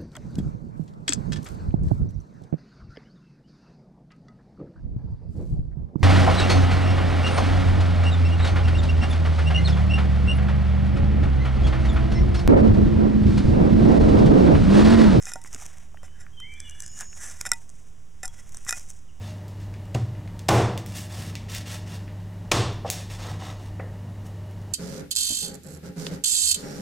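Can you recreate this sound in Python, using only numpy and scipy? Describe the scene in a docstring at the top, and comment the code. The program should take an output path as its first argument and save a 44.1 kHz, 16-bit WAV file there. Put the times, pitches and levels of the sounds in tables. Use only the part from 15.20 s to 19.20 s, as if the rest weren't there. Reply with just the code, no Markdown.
"""Light air stirs at the microphone and a far engine hums throughout. From the start a close steel trowel
scrapes through dry, gritty soil: grit ticks, stones knock and briefly ring the blade, earth thuds, small
clods tap. From 0.8 s a bird whistles liquid notes, while the buried blade rasps and grit slips on it;
a thin buzz ends the phrase at 2 s. The hardest knock lands at 2.3 s. More digging and two faint
whistles follow from 3 s."""
import sys
import numpy as np
from scipy import signal
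from scipy.fft import rfft, irfft, next_fast_len
from scipy.io import wavfile
from scipy.ndimage import map_coordinates

SR = 44100
rng = np.random.default_rng(int(sys.argv[2]) if len(sys.argv) > 2 else 0)


def dump_mix(stems):
    """Bounce the given channels to the path in sys.argv[1] as a 16-bit WAV at rate SR."""
    frames = np.atleast_2d(stems).T  # one column per channel
    limited = np.clip(frames, -1, 1)  # hard clip at full scale
    pcm = np.round(limited * 32767).astype(np.int16)
    wavfile.write(sys.argv[1], SR, pcm)


N = 176400

# Spectra of air (centre, left-right difference) and buffets. Each row: frequency in Hz, gain in dB.
AIR_MID_SPECTRUM = [(20, 2.5), (45, -4), (90, -7.5), (140, -16.5), (250, -20.5), (500, -28.5), (1000, -30),
                    (2000, -35.5), (3200, -36), (4500, -42.5), (6000, -31), (8000, -36), (11000, -46),
                    (15000, -50)]
AIR_SIDE_SPECTRUM = [(20, 14.5), (90, -4), (250, -19.5), (500, -21.5), (1200, -31.5), (4000, -49),
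                     (9000, -37), (15000, -29.5)]
BUFFET_SPECTRUM = [(12, 29), (28, -5), (50, -18), (90, -23), (150, -41), (500, -70)]
# Buffets on the microphone. Each row: peak time in seconds, width in seconds, level in dB.
BUFFETS = [(0.348, 0.014, -33), (3.07, 0.024, -29.5), (3.33, 0.068, -36), (3.71, 0.063, -46.5)]
# Strongest engine order. Each row: time in seconds, level in dB.
FIRING_LEVELS = [(0, -59.5), (.7, -52), (1.1, -58.5), (1.5, -50.5), (1.75, -61.5), (2.1, -50.5), (2.5, -60),
                 (4, -57.5)]
# Weaker engine orders. Each row: frequency in Hz, level in dB.
ENGINE_ORDERS = [(115.8, -65), (154.4, -65.5), (173.6, -70), (231.5, -73.5)]
# Strokes through soil. Each row: peak time, rise and fall in seconds; hiss, crunch and ring in dB.
STROKES = [(.095, 0.12, 0.1, -45.5, -52.5, -42), (0.271, 0.073, 0.087, -50.5, -56.5, -77),
           (0.336, 0.017, 0.027, -38.5, -42.5, -80), (.42, 0.13, 0.12, -46, -53, -73),
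           (.55, 0.53, 0.26, -58.5, -57.5, -80), (.845, 0.015, 0.049, -56, -57.5, -53),
           (1.016, 0.056, 0.037, -69, -65, -49.5), (1.803, 0.089, 0.047, -37.5, -52, -70),
           (1.825, 0.093, 0.038, -56, -48, -72), (2.045, 0.12, 0.29, -45, -50.5, -50.5),
           (2.21, 0.046, 0.055, -48.5, -55, -47), (2.266, 0.014, 0.023, -45, -42.5, -31.5),
           (2.44, 0.45, 0.081, -57, -67.5, -77), (2.62, 0.38, 0.22, -61.5, -72, -104),
           (3.033, 0.0033, 0.023, -42, -44, -31), (3.18, 0.18, 0.13, -55.5, -60, -57),
           (3.35, 0.28, 0.38, -54, -60, -79), (3.489, 0.027, 0.063, -34.5, -46.5, -32),
           (3.58, 0.14, 0.08, -41, -51, -57), (3.70, 0.078, 0.1, -48.5, -61.5, -84)]
# Blade modes: bending and twisting, edge, soil-damped. Each row: frequency in Hz, gain in dB,
# T60 in seconds.
BODY_MODES = [(589, -10.5, 0.024), (763, -9.5, 0.1), (920, -13, 0.22), (1427, 7.5, 0.041), (1795, 4, 0.032),
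              (1972, 2.5, 0.088), (2482, -4.5, 0.096), (3704, -0.5, 0.019)]
EDGE_MODES = [(5310, 0.5, 0.028), (5950, -0.5, 0.014), (7170, -0.5, 0.025), (7484, 4, 0.023),
              (8860, -7, 0.027), (9150, -12.5, 0.03), (9680, -1.5, 0.025), (11460, -9.5, 0.021)]
BURIED_MODES = [(1707, -15.5, 0.017), (6000, -1.5, 0.0097), (6250, -12, 0.016), (7660, 2.5, 0.0044),
                (8550, -5, 0.0063), (10020, -11, 0.0084)]
# Off-centre contact. Each entry: one body mode, favoured (1), unchanged (0) or weakened (-1).
TWIST_SIGNS = [0, -1, 1, 0, -1, 1, -1, 0]
# Spectra of soil and stone contacts. Each row: frequency in Hz, gain in dB.
HISS_SPECTRUM = [(300, -34), (2000, -25), (3800, -12), (4700, -11.5), (5700, 4), (7500, 2.5), (9500, -3.5),
                 (12000, -15), (15000, -21)]
CRUNCH_SPECTRUM = [(120, -10), (300, -14), (700, -3), (1100, -6), (1700, -2.5), (2050, -3), (2400, -6),
                   (3800, -11), (6000, -28.5)]
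TICK_SPECTRUM = [(300, -27), (1700, -15), (3000, -24), (4600, -18), (6000, 0), (7800, -3.5), (10000, -13.5),
                 (12000, -20.5), (15000, -31)]
CRACK_SPECTRUM = [(150, -27), (600, -34), (1050, -7.5), (1400, -1.5), (2300, -16), (3000, -17), (3900, -5),
                  (4700, -24), (5600, 5.5), (6500, -5), (7700, 1), (10000, -11), (12000, -16.5),
                  (15000, -26)]
TAP_SPECTRUM = [(100, 7), (350, -2.5), (750, -14.5), (1200, 4), (1700, 3.5), (2400, 3.5), (3600, -20),
                (6000, -27)]
THUD_SPECTRUM = [(60, -12), (220, 9.5), (500, 0.5), (800, -5), (2000, -30)]
# Grit snapping. Each row: start in seconds, level in dB.
TICKS = [(.0255, -40.5), (0.035, -44), (0.055, -33.5), (0.2398, -43.5), (.3295, -38.5), (0.3468, -33.5),
         (.401, -44.5), (0.422, -50), (0.4634, -38), (.584, -50.5), (1.79, -37.5), (1.808, -32),
         (2.212, -26.5), (2.4931, -47), (2.5, -49), (3.2926, -50), (3.322, -48), (3.3461, -40),
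         (3.3708, -36.5), (3.449, -44), (3.596, -42), (3.7026, -38.5)]
# Blade on stones. Each row: start in seconds; crack, body ring and edge ring in dB; body tilt in dB
# per octave; off-centre bias in dB; crush before contact in seconds.
KNOCKS = [(0.0685, -41, -38.5, -45, 0, -7, .002), (.118, -38, -40, -42, -5, -2, 0.0025),
          (.1355, -52, -44.5, -30, 18, -3, .001), (0.1573, -41.5, -34.5, -48, -16.5, 0.5, 0.00081),
          (0.2159, -49, -58, -49.5, 8, 4, .001), (0.2743, -67, -53, -45.5, 6, 11, .002),
          (.831, -56, -50.5, -55, -14, -8, .001), (1.2015, -46, -56.5, -53, 19, -3, 0.003),
          (2.2531, -38, -33.5, -46, -1, 0, .001), (2.2647, -50, -36.5, -45, -5, -4.5, .004),
          (2.291, -55, -53.5, -39, 5, 3, 0.0043), (2.3167, -14, -23, -25, -4, 3.5, 0.00078),
          (2.3338, -41, -39.5, -32, 21, 5, .001), (3.0314, -48, -43.5, -35.5, -3.5, 3, .001),
          (3.0338, -45, -37.5, -40, -9.5, -8, .002), (3.0477, -51, -42, -41, -5, -1.5, .001),
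          (3.0549, -39, -59, -29.5, 20, -14, .001), (3.0788, -40, -72, -44, 12, 0, .001),
          (3.4919, -23, -32.5, -30, 3, -6.5, 0.0098), (3.4952, -38, -36.5, -30, 9, -14, .002),
          (3.508, -25.5, -37.5, -30, 5, 3.5, 0.0025), (3.5258, -26.5, -27, -34, 2.5, -6, 0.00044)]
# Earth giving way. Each row: start in seconds, level in dB.
THUDS = [(0.156, -49), (0.349, -47), (2.317, -50.5)]
# Clods and pebbles landing. Each row: start in seconds, level in dB, pitch shift in octaves.
TAPS = [(.247, -42.5, -0.074), (.258, -47, -0.21), (0.346, -44, 0.25), (0.361, -46.5, 0.034),
        (.397, -50, -0.064), (0.421, -43, -1.1), (0.4624, -50, 0.52), (0.744, -47, -0.91),
        (.772, -48.5, 0.16), (.832, -45, -1.14), (0.88, -54, -0.11), (1.065, -46.5, -0.087),
        (1.83, -49, -0.33), (1.929, -47, 0.25), (2.2102, -36.5, -0.018), (3.465, -41.5, -0.21)]
# Bird notes. Each row: start and length in seconds, start and target pitch in Hz, glide time
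# constant in seconds, level in dB.
WHISTLES = [(0.768, 0.06, 3000, 3180, 0.017, -64), (0.861, 0.11, 2870, 3080, 0.0365, -66),
            (1.121, 0.045, 3200, 3230, 0.016, -57), (1.164, 0.086, 3090, 3125, 0.004, -45.5),
            (1.214, 0.19, 1905, 2373, 0.047, -49), (1.351, 0.14, 3380, 3425, .04, -53.5),
            (1.435, 0.097, 3106, 2870, 0.0141, -46), (1.629, 0.019, 2897, 2900, .02, -48),
            (3.072, 0.042, 3350, 3280, 0.026, -60.5), (3.876, 0.036, 3740, 2540, 0.0125, -62)]
# Buzz voices. Each row: start and length in seconds; start pitch, end pitch and flutter in Hz;
# level in dB.
BUZZ_VOICES = [(1.621, .37, 6900, 6650, 188, -49), (1.609, 0.38, 5200, 5420, 83, -58)]
# Buried pushes. Each row: peak time, rise and fall in seconds; edge rasp and body rasp in dB.
PUSHES = [(1.01, 0.12, 0.15, -78, -57.5), (1.46, 0.21, 0.25, -53, -57), (1.62, 0.11, 0.096, -49, -54.5),
          (1.816, 0.05, 0.037, -60, -43), (2.04, 0.1, 0.14, -40.5, -48)]
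# Grit slipping on the buried blade. Each row: start in seconds, level in dB.
SLIPS = [(1.339, -49.5), (1.403, -35), (1.497, -39.5), (1.51, -48), (1.604, -32.5), (1.6225, -37),
         (1.663, -37), (1.679, -44), (2.065, -47), (2.099, -40)]
# Constant offset, left then right. Each row: offset as a fraction of full scale.
DC_OFFSET = [
    [-.0092],
    [-.0168],
]

SOIL_DETUNE_RATIO = 0.0037  # soil pressure shifts the modes
TICK_T60_S, GRIT_CRUSH_S, GRIT_CRUSH_DB = 0.0036, 0.0088, -3


def amp(db):
    """Decibels to gain."""
    return 10 ** (np.asarray(db) / 20)


def unit(x):
    """Scale to rms 1."""
    return x / np.sqrt(np.mean(x ** 2) + 1e-20)


def unit_attack(x):
    """Scale to rms 1 over the first 4 ms."""
    return x / np.sqrt(np.mean(x[:SR // 250] ** 2))


def clock(length_s):
    """Sample times in seconds."""
    return np.arange(int(length_s * SR)) / SR


def add(track, start_s, x):
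    """Mix x into the track."""
    i = max(0, round(start_s * SR))
    track[i:i + len(x)] += x[:max(0, N - i)]


def wobble(knots_per_s):
    """Smooth random curve, N samples."""
    return map_coordinates(rng.standard_normal(4096), [np.arange(N) * knots_per_s / SR], mode="wrap")


def colour(x, spectrum):
    """Minimum-phase filter through (Hz, dB) points."""
    n = x.shape[-1]
    size = 2 * next_fast_len(n // 2 + 2048)
    hz, db = np.transpose(spectrum)
    gain_db = np.interp(np.log(np.fft.rfftfreq(size, 1 / SR) + 1), np.log(hz), db)
    cepstrum = irfft(np.log(amp(gain_db)))
    cepstrum[1:size // 2] *= 2
    cepstrum[size // 2 + 1:] = 0
    return irfft(rfft(x, size) * np.exp(rfft(cepstrum)), size)[..., :n]


def air(level_db=-50.5, side_db=-14, swell_db=1):
    """Quiet outdoor air, nearly mono, softly buffets the microphone."""
    t = np.arange(N) / SR
    noise = lambda spectrum: unit(colour(rng.standard_normal(N), spectrum))
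    mid = noise(AIR_MID_SPECTRUM) * amp(level_db + swell_db * wobble(1.43))
    side = noise(AIR_SIDE_SPECTRUM) * amp(level_db + side_db)
    puffs = sum(amp(db) * np.exp(-.5 * ((t - peak_s) / width_s) ** 2) for peak_s, width_s, db in BUFFETS)
    return mid + puffs * noise(BUFFET_SPECTRUM) + np.array([side, -side])


def tone(hz):
    """Sine following a pitch curve."""
    return np.sin(2 * np.pi * np.cumsum(hz) / SR)


def engine(firing_hz=77.4, waver_db=2, drift_hz=0.32):
    """A far engine hums in low, wavering orders."""
    order = lambda hz: unit(tone(hz + drift_hz * wobble(4.56))) * amp(waver_db * wobble(5.13))
    firing_db = np.interp(np.arange(N) / SR, *np.transpose(FIRING_LEVELS))
    return amp(firing_db) * order(firing_hz) + sum(amp(db) * order(hz) for hz, db in ENGINE_ORDERS)


def swells(rows, shape=0.91, judder_db=3, judder_per_s=83):
    """Juddering stroke gains, one curve per level column; rise and fall each span 20 dB."""
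    t, power = np.arange(N) / SR, 0
    for peak_s, rise_s, fall_s, *levels_db in rows:
        distance = np.where(t < peak_s, (peak_s - t) / rise_s, (t - peak_s) / fall_s)
        envelope = amp(-20 * np.minimum(distance ** shape, 10))
        power = power + (amp(levels_db)[:, None] * envelope) ** 2
    return np.sqrt(power) * amp(judder_db * wobble(judder_per_s))


def grains(rate_per_s=7000, spread_db=6):
    """Dense tiny impacts of very unequal size."""
    impacts = (rng.random(N) < rate_per_s / SR) * rng.choice([-1, 1], N)
    return impacts * amp(spread_db * np.clip(rng.standard_normal(N), -3, 3))


def contact_db(tilt_db_per_oct, bias_db):
    """Body mode weights: hard contact tilts them up, off-centre contact twists the blade."""
    return tilt_db_per_oct * np.log2(np.transpose(BODY_MODES)[0]) + bias_db * np.array(TWIST_SIGNS)


def ring(modes, weights_db=0, detune_ratio=0, scatter_db=1.7, rise_s=0.00005):
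    """Damped blade modes, weighted anew for each contact point."""
    t = clock(.3)
    hz, db, t60_s = np.transpose(modes)
    hz = hz * (1 + detune_ratio * rng.standard_normal(len(hz)))
    signs = rng.choice([-1, 1], len(hz))
    gains = signs * amp(db + weights_db + scatter_db * rng.standard_normal(len(hz)))
    partials = amp(-60 * t / t60_s[:, None]) * np.sin(2 * np.pi * hz[:, None] * t)
    onset = 1 - np.exp(-t / rise_s)
    return unit_attack(onset * (gains @ partials))


def rub(modes, weights_db=0, point_count=3, wander_per_s=25):
    """Grains drive the modes; the mix shifts as the rubbing point wanders."""
    points = [unit(signal.fftconvolve(grains(), ring(modes, weights_db, SOIL_DETUNE_RATIO))[:N])
              for _ in range(point_count)]
    shares = np.array([np.exp(wobble(wander_per_s)) for _ in points])
    return unit((shares * points).sum(0) / np.linalg.norm(shares, axis=0))


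def scrapes(edge_db=3):
    """Dragged grains hiss, crunch and ring the free blade."""
    hiss_gain, crunch_gain, ring_gain = swells(STROKES)
    hiss = unit(colour(grains(), HISS_SPECTRUM))
    crunch = unit(colour(grains(), CRUNCH_SPECTRUM))
    body = rub(BODY_MODES, contact_db(tilt_db_per_oct=4, bias_db=2))
    edge = amp(edge_db) * rub(EDGE_MODES)
    return hiss_gain * hiss + crunch_gain * crunch + ring_gain * unit(body + edge)


def crush(length_s):
    """Grit gives way just before a contact."""
    rise = np.linspace(0, 1, int(length_s * SR) + 8) ** 2
    return colour(np.pad(rise * rng.standard_normal(len(rise)), (0, 512)), HISS_SPECTRUM)


def burst(spectrum, t60_s, rise_s=0.0005):
    """One contact: short, coloured, decaying noise."""
    t = np.arange(2048) / SR
    envelope = (1 - np.exp(-t / rise_s)) * amp(-60 * t / t60_s)
    return unit_attack(colour(rng.standard_normal(len(t)) * envelope, spectrum))


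def grit_ticks():
    """Grit crushes, then snaps."""
    out = np.zeros(N)
    for start_s, db in TICKS:
        add(out, start_s - GRIT_CRUSH_S, amp(db + GRIT_CRUSH_DB) * crush(GRIT_CRUSH_S))
        add(out, start_s, amp(db) * burst(TICK_SPECTRUM, TICK_T60_S))
    return out


def stone_knocks():
    """The blade crushes grit, cracks against a stone and rings."""
    out = np.zeros(N)
    for start_s, crack_db, body_db, edge_db, tilt_db_per_oct, bias_db, crush_s in KNOCKS:
        add(out, start_s - crush_s, amp(edge_db) * crush(crush_s))
        add(out, start_s, amp(crack_db) * burst(CRACK_SPECTRUM, t60_s=0.0043))
        add(out, start_s, amp(body_db) * ring(BODY_MODES, contact_db(tilt_db_per_oct, bias_db)))
        add(out, start_s, amp(edge_db) * ring(EDGE_MODES, detune_ratio=SOIL_DETUNE_RATIO))
    return out


def earth_thuds():
    """Earth gives way under the blade with a low thud."""
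    out = np.zeros(N)
    for start_s, db in THUDS:
        add(out, start_s, amp(db) * burst(THUD_SPECTRUM, t60_s=0.043))
    return out


def clod_taps():
    """Clods and pebbles drop, each at its own pitch."""
    out = np.zeros(N)
    for start_s, db, shift_oct in TAPS:
        spectrum = [(hz * 2 ** shift_oct, gain_db) for hz, gain_db in TAP_SPECTRUM]
        add(out, start_s, amp(db) * burst(spectrum, t60_s=0.009))
    return out


def bird(warble_hz=18.4, tremble_db=2, echo_db=-1, echo_t60_s=0.96):
    """Gliding whistles and a two-voiced buzz echo among trees."""
    song = np.zeros(N)
    fade = lambda t, edge_s: np.clip(np.minimum(t, t[-1] - t) / edge_s, 0, 1)
    for start_s, length_s, start_hz, target_hz, glide_s, db in WHISTLES:
        t = clock(length_s)
        glide_hz = target_hz + (start_hz - target_hz) * np.exp(-t / glide_s)
        hz = glide_hz + warble_hz * wobble(150)[:len(t)]
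        gain = amp(db + tremble_db * wobble(70)[:len(t)])
        add(song, start_s, gain * fade(t, edge_s=0.018) * tone(hz))
    for start_s, length_s, start_hz, end_hz, flutter_hz, db in BUZZ_VOICES:
        t = clock(length_s)
        hz = np.linspace(start_hz, end_hz, len(t)) + flutter_hz * wobble(600)[:len(t)]
        add(song, start_s, amp(db) * fade(t, edge_s=0.036) * tone(hz))
    t = clock(.9)
    tail = rng.standard_normal(len(t)) * amp(-60 * t / echo_t60_s)
    echo = signal.fftconvolve(song, tail / np.linalg.norm(tail))[:N]
    return song + amp(echo_db) * echo


def buried_pushes():
    """Grains rasp on the soil-damped edge and body of the blade."""
    edge_gain, body_gain = swells(PUSHES)
    return edge_gain * rub(BURIED_MODES[1:]) + body_gain * rub(BURIED_MODES[:1])


def grit_slips(snap_db=-7):
    """Grit crushes, slips with a snap and rings the buried blade."""
    out = np.zeros(N)
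    for start_s, db in SLIPS:
        add(out, start_s - GRIT_CRUSH_S, amp(db + GRIT_CRUSH_DB) * crush(GRIT_CRUSH_S))
        add(out, start_s, amp(db + snap_db) * burst(TICK_SPECTRUM, TICK_T60_S))
        add(out, start_s, amp(db) * ring(BURIED_MODES))
    return out


def scene():
    """Stereo air; all other sources centred."""
    return (air() + engine() + scrapes() + grit_ticks() + stone_knocks() + earth_thuds()
            + clod_taps() + bird() + buried_pushes() + grit_slips())


def record(dry, ceiling=.9, notch_hz=4200, notch_width_hz=635, notch_depth=0.9, top_hz=15600):
    """Soft clip, microphone port notch, band limit, DC offset."""
    size = next_fast_len(N + SR // 2)
    hz = np.fft.rfftfreq(size, 1 / SR)
    clipped = dry / (1 + (dry / ceiling) ** 8) ** .125
    damping = 1j * hz * notch_width_hz
    port_notch = 1 - notch_depth * damping / (notch_hz ** 2 - hz ** 2 + damping)
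    lowpass = 1 / np.sqrt(1 + (hz / top_hz) ** 120)
    return irfft(rfft(clipped, size) * port_notch * lowpass, size)[:, :N] + np.array(DC_OFFSET)


dry = scene()
out = record(dry)
dump_mix(out)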